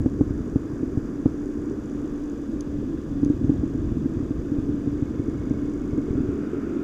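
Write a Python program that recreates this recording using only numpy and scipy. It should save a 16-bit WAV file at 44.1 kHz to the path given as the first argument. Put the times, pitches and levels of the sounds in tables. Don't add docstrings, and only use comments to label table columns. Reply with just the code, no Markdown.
import sys
import numpy as np
from scipy import signal
from scipy.fft import rfft, irfft, next_fast_len
from scipy.io import wavfile

SR = 44100
rng = np.random.default_rng(int(sys.argv[2]) if len(sys.argv) > 2 else 0)


def magnitude_from_level(level_db):
    exponent = np.asarray(level_db, float) / 20
    return 10 ** exponent


def inscribe(sig):
    pcm = np.round(np.clip(np.atleast_2d(sig).T, -1, 1) * 32767)
    wavfile.write(sys.argv[1], SR, pcm.astype(np.int16))


N = 301203

# (frequency [Hz], density [dB per Hz])
HEAVE_SPECTRUM = [(10, -40.5), (22, -13.5), (45, 0), (62, -4.5), (90, -27)]
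# (frequency [Hz], density [dB per Hz])
SWAY_SPECTRUM = [(40, -29.5), (62, 2), (110, -2.5), (156, -0.5), (200, -8.5), (260, -37.5)]
# (frequency [Hz], density [dB per Hz])
SHELL_SPECTRUM = [(150, -31), (200, -9), (258, -3), (290, -5.5), (325, -2), (380, -29.5), (450, -52)]
# (frequency [Hz], density [dB per Hz])
UPPER_SPECTRUM = [(280, -33), (345, -0.5), (385, -2), (440, -8.5), (500, -20.5), (700, -52.5)]
# (frequency [Hz], density [dB per Hz])
WALL_SPECTRUM = [(350, -23), (450, 2), (600, -7.5), (900, -25), (1200, -45)]
# (time [s], sway level [dB])
STIR_CURVE = [(0.0, -34.5), (0.44, -36.5), (0.55, -38), (1.16, -42), (1.81, -40.5), (2.34, -44.5),
              (2.85, -37), (3.01, -39), (3.25, -35.5), (3.37, -34), (3.82, -33.5), (4.17, -36.5),
              (4.37, -40), (4.75, -37), (5.95, -37.5), (6.14, -36), (6.75, -38), (6.83, -38.5)]
# (time [s], jet level [dB])
INFLOW_CURVE = [(0, -68), (1.3, -61.5), (1.8, -64), (2.7, -72.5), (5.6, -61.5), (6, -61), (6.4, -52),
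                (6.83, -52.5)]
# (frequency [Hz], level re twelfth order [dB], pitch wander [Hz])
PUMP_ORDERS = [(24.3, -7.5, 0.23), (218.4, -11, 0.76), (289.7, 3.5, 2.493)]
# (time [s], level [dB])
HUM_CURVE = [(0.1, -38), (1.1, -45), (1.43, -35), (1.84, -41), (2.13, -34.5), (2.47, -39.5), (2.79, -33),
             (2.95, -44), (3.31, -32), (3.5, -48), (3.82, -36), (4.32, -52.5), (4.57, -33.5), (4.89, -35),
             (5.3, -45), (5.65, -35), (6.26, -34.5), (6.45, -41.5)]
# (frequency [Hz], density [dB per Hz])
FLOW_SPECTRUM = [(350, -16.5), (600, -4.5), (889, -7.5), (1060, -2.5), (1210, -3), (1330, -7), (1640, -6),
                 (2010, -16.5), (2300, -18), (2990, -50.5), (5060, -120)]
# (frequency [Hz], density [dB per Hz])
FIZZ_SPECTRUM = [(1120, -29.5), (1900, -4), (2010, -18), (2530, -1), (2720, -6.5), (2920, -3.5), (3130, -7),
                 (3470, -1.5), (3990, -12.5), (4300, -12.5), (5590, -45), (9460, -120)]
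# (frequency [Hz], density [dB per Hz])
AIR_SPECTRUM = [(2350, -35.5), (4000, -13), (4480, -7), (4880, 2), (5310, -6), (5900, 0.5), (6280, -2),
                (6650, -0.5), (7200, -3.5), (7700, -6), (8610, -12.5), (11000, -16.5), (15100, -18.5),
                (15600, -22)]
# (time [s], shell level [dB], sway level [dB])
INWARD_KNOCKS = [(0.0584, -10, -19.5), (0.2079, -8.5, -15.5), (0.3048, -22, -18.5), (0.557, -11, -16),
                 (1.2564, -8, -16.5), (3.4107, -20, -39), (3.8533, -26, -28), (3.9173, -18.5, -20),
                 (4.2256, -31, -22), (4.8717, -20, -21.5), (5.9303, -36, -19), (5.9777, -14.5, -32),
                 (6.2024, -15.5, -24), (6.2861, -21.5, -22)]
# (time [s], shell level [dB], sway level [dB])
OUTWARD_KNOCKS = [(0.0026, -19.5, -18.5), (0.8063, -19.5, -41), (0.83, -17, -42), (0.9717, -16, -15),
                  (2.9391, -22, -41), (3.2296, -11, -34), (3.2604, -16, -32), (3.2991, -10.5, -43),
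                  (3.442, -18, -15), (3.4932, -9, -21), (3.5168, -17, -26), (3.632, -15, -27),
                  (3.7482, -17.5, -37), (3.967, -17.5, -28), (4.0568, -16, -29), (4.1674, -19.5, -20),
                  (4.201, -19.5, -39), (4.306, -15.5, -26), (4.5168, -15.5, -37), (4.5832, -16.5, -21),
                  (4.6898, -17, -24), (4.9257, -23, -27), (5.0216, -18.5, -18), (5.1938, -18.5, -20.5),
                  (5.2814, -17, -30), (5.5082, -14.5, -21), (6.1054, -25, -17), (6.1291, -21.5, -31),
                  (6.1515, -20, -22), (6.1785, -18.5, -44)]
# (frequency [Hz], level [dB], T60 [s])
HOUSING_EDGE_MODES = [(480, -15, .012), (760, -22, .008), (1100, -29, .008)]
# (time [s], peak level [dB])
TICK_CURVE = [(0, -52.5), (1, -53), (2.3, -49.5), (2.7, -60), (3.5, -51), (4.2, -56), (5, -54), (5.7, -50),
              (6.2, -54), (6.83, -56.5)]
# (frequency [Hz], level [dB], T60 [s])
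CASING_MODES = [(5920, -2.5, 0.0059), (6760, -2.5, .007), (7200, -11.5, 0.0047), (8700, -16, 0.0041),
                (9550, -19, .008)]
# (time [s], peak level [dB])
SNAP_EVENTS = [
    (2.6081, -33),
    (3.2481, -39),
    (3.4484, -51),
    (5.9083, -51),
]
# (frequency [Hz], level [dB], T60 [s])
PLASTIC_MODES = [(3300, -20, .008), (4900, -8, .0035), (6300, 0, .0026), (9200, -9, .0017),
                 (14800, -23, .0012)]
# (frequency [Hz], density [dB per Hz])
WIDTH_SPECTRUM = [(18, -44), (30, -9.5), (70, -12), (189, -14), (282, -5.5), (479, -48), (816, -19),
                  (1160, -11.5), (1890, -29.5), (2640, -24), (4400, -36), (5370, -56), (6000, -40),
                  (7800, -67), (13200, -120)]


def rms_one(x):
    return x / np.sqrt(np.mean(x ** 2) + 1e-20)


def in_time(rows):
    s, *columns = np.transpose(rows)
    return [np.interp(np.arange(N) / SR, s, c) for c in columns]


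def ramp(start_s, length_s):
    return np.clip((np.arange(N) / SR - start_s) / length_s, 0, 1)


def follows(base_db, per_sway, per_jet):
    calm_db, far_db = -38, -65
    sway_db, = in_time(STIR_CURVE)
    jet_db, = in_time(INFLOW_CURVE)
    return base_db + per_sway * (sway_db - calm_db) + per_jet * (jet_db - far_db)


def colour(x, points):
    size = next_fast_len(N)
    hz = np.maximum(np.arange(size // 2 + 1) * SR / size, 1)
    table_hz, table_db = np.transpose(points)
    gain_db = np.interp(np.log(hz), np.log(table_hz), table_db, left=-120, right=-120)
    return rms_one(irfft(rfft(x, size) * magnitude_from_level(gain_db), size)[:N])


def drift(rate_hz):
    r = np.exp(-80 * np.pi * rate_hz / SR)
    noise = rng.standard_normal(N // 40 + 2002)
    slow = signal.lfilter([1], [1, -2 * r, r * r], noise)[2000:]
    return np.interp(np.arange(N) / 40, np.arange(len(slow)), rms_one(slow))


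def lumpy(points, lump_db, lump_rate):
    strength = magnitude_from_level(lump_db * drift(lump_rate))
    return colour(rng.standard_normal(N) * strength, points)


def clicks_at(seconds, sizes):
    out = np.zeros(N)
    places = np.round(np.asarray(seconds) * SR).astype(int)
    np.add.at(out, np.clip(places, 0, N - 1), sizes)
    return out


def ring(clicks, hz, t60):
    r, w = magnitude_from_level(-60 / (t60 * SR)), 2 * np.pi * hz / SR
    return signal.lfilter([0, np.sin(w)], [1, -2 * r * np.cos(w), r * r], clicks + 1e-18)


def swell(clicks, hz, t60):
    twice = ring(ring(clicks, hz, t60), hz, t60)
    return twice * 2 * np.e * np.log(1000) / (t60 * SR)


def strike(seconds, peak_db, modes, spread_db):
    chance = np.clip(rng.standard_normal((len(seconds), len(modes), 2)), -1.5, 1.5)
    out = np.zeros(N)
    for k, (hz, db, t60) in enumerate(modes):
        size = magnitude_from_level(peak_db + db + spread_db * chance[:, k, 0])
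        out += ring(clicks_at(seconds, size * np.sign(chance[:, k, 1])), hz, t60)
    return out


def rumble():
    gust_db = 2.0 * drift(27)
    settle_db = 18 * ramp(5.5, 1)
    heave_db = follows(-41, 0.67, -.05) - settle_db + 0.54 * gust_db
    sway_db = in_time(STIR_CURVE)[0] + 2 - .15 * settle_db + gust_db
    shell_db = follows(-32, 0.39, 0.13) + 0.34 * gust_db
    upper_db = follows(-38.5, 0.33, 0.43) + 0.21 * gust_db
    wall_db = -47 + 0.32 * gust_db
    heave = magnitude_from_level(heave_db) * lumpy(HEAVE_SPECTRUM, lump_db=-0.5, lump_rate=9.7)
    sway = magnitude_from_level(sway_db) * lumpy(SWAY_SPECTRUM, lump_db=0.8, lump_rate=12)
    shell = magnitude_from_level(shell_db) * lumpy(SHELL_SPECTRUM, lump_db=0.8, lump_rate=66)
    upper = magnitude_from_level(upper_db) * lumpy(UPPER_SPECTRUM, lump_db=1.9, lump_rate=33)
    wall = magnitude_from_level(wall_db) * lumpy(WALL_SPECTRUM, lump_db=0.76, lump_rate=26)
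    return heave + sway + shell + upper + wall


def pump():
    hum_db, = in_time(HUM_CURVE)
    out = np.zeros(N)
    for hz, db, wander_hz in PUMP_ORDERS:
        strength = np.sqrt(2) * magnitude_from_level(hum_db + db + 0.76 * drift(7.7))
        phase = 2 * np.pi * np.cumsum(hz + wander_hz * drift(3.86)) / SR
        out += strength * np.sin(phase)
    return out


def hiss():
    bubbles_db = 2.5 * ramp(1.7, .35)
    flow_db = follows(-52.5, .01, .1)
    fizz_db = follows(-67.5, .05, -.05) + bubbles_db
    flow = magnitude_from_level(flow_db) * lumpy(FLOW_SPECTRUM, lump_db=0.5, lump_rate=6.8)
    fizz = magnitude_from_level(fizz_db) * lumpy(FIZZ_SPECTRUM, lump_db=1.55, lump_rate=82)
    air = magnitude_from_level(-64.5) * lumpy(AIR_SPECTRUM, lump_db=.4, lump_rate=60)
    return flow + fizz + air


def jets():
    def resonance(hz, t60):
        return rms_one(swell(rng.standard_normal(N), hz, t60))

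    jet = magnitude_from_level(in_time(INFLOW_CURVE)[0]) * resonance(1380, 0.0073)
    spray = magnitude_from_level(follows(-75, .01, 1.1)) * resonance(2400, 0.0019)
    whine_db = np.where(np.arange(N) / SR < 2.6, -84, -94.5)
    return jet + spray + magnitude_from_level(whine_db) * resonance(9600, .008)


def knocks():
    shell_hz, shell_t60_s, sway_hz, sway_t60_s = 285, .017, 105, .045
    bounce_s, bounce_db, sway_lag_s, edge_lag_s = .00525, -6, .0011, .0018
    s, shell_db, sway_db = np.transpose(np.vstack([INWARD_KNOCKS, OUTWARD_KNOCKS]))
    s = s + .0004
    way = np.repeat([1, -1], [len(INWARD_KNOCKS), len(OUTWARD_KNOCKS)])
    push = clicks_at(s, way * magnitude_from_level(shell_db))
    bounce = clicks_at(s + bounce_s, way * magnitude_from_level(shell_db + bounce_db))
    shell = magnitude_from_level(1.0) * swell(push - bounce, shell_hz, shell_t60_s)
    flex = clicks_at(s + edge_lag_s, way * magnitude_from_level(2.1 * shell_db + 4.5 + 2.5 * way))
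    edge = np.zeros(N)
    for k, (hz, db, t60) in enumerate(HOUSING_EDGE_MODES):
        edge += (-1) ** (k + 1) * magnitude_from_level(db) * swell(flex, hz, t60)
    sway = ring(clicks_at(s + sway_lag_s, way * magnitude_from_level(sway_db + 4.5)), sway_hz, sway_t60_s)
    soft_contact = signal.butter(2, 1500, fs=SR, output="sos")
    t = np.arange(N) / SR
    earlier = magnitude_from_level(-24 - 60 * t / shell_t60_s) * np.cos(2 * np.pi * shell_hz * t)
    return earlier + signal.sosfilt(soft_contact, shell - sway + edge)


def mechanism_ticks():
    first_s, period_s = .01835, .0199972
    s = np.arange(first_s, N / SR, period_s)
    chance_db = 2 * np.clip(rng.standard_normal(len(s)), -1.5, 1.5)
    pair_db = 1.2 * (-1) ** np.arange(len(s))
    peak_db = np.interp(s, *np.transpose(TICK_CURVE)) + chance_db + pair_db
    ticks = strike(s, peak_db, CASING_MODES, spread_db=3.0)
    casing = signal.butter(2, [5500, 9900], "band", fs=SR, output="sos")
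    return signal.sosfilt(casing, ticks)


def snaps():
    s, peak_db = np.transpose(SNAP_EVENTS)
    hits = clicks_at(s, magnitude_from_level(peak_db)) + clicks_at(s + .0017, magnitude_from_level(peak_db - 14))
    return sum(magnitude_from_level(db) * swell(hits, hz, t60) for hz, db, t60 in PLASTIC_MODES)


def passing_ring():
    ring_hz, ring_t60_s = 2188, .036
    first_s, period_s, jitter_s = 4.986, .03993, .001
    turn = np.delete(np.arange(30), [3, 18, 22])
    late, strong = rng.standard_normal((len(turn), 2)).T
    crest_s = first_s + period_s * turn + jitter_s * late
    peak_db = -55 - 3 * np.abs(crest_s - 5.5) + .8 * strong
    touch_s = crest_s - ring_t60_s / np.log(1000)
    return swell(clicks_at(touch_s, magnitude_from_level(peak_db - 1.5)), ring_hz, ring_t60_s)


def scene():
    body = rumble() + knocks()
    water = hiss() + jets()
    cracks = snaps()
    mid = body + pump() + water + mechanism_ticks() + cracks + passing_ring()
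    late = magnitude_from_level(-33.0) * np.roll(body, 75) + magnitude_from_level(-20) * np.roll(cracks, 4)
    flow_band = signal.butter(1, [800, 1700], "band", fs=SR, output="sos")
    lean = magnitude_from_level(-24) * signal.sosfilt(flow_band, water)
    side = magnitude_from_level(-68) * lumpy(WIDTH_SPECTRUM, lump_db=0.5, lump_rate=8) + late - lean
    return np.array([mid + side, mid - side])


def roll_off(x):
    return signal.sosfilt(signal.butter(12, 15700, fs=SR, output="sos"), x)


def record(dry):
    top = signal.cheby2(16, 50, 15900, fs=SR, output="sos")
    self_noise = magnitude_from_level(-77) * signal.sosfilt(top, rng.standard_normal(N))
    return roll_off(dry + self_noise)


dry = scene()
out = record(dry)
inscribe(out)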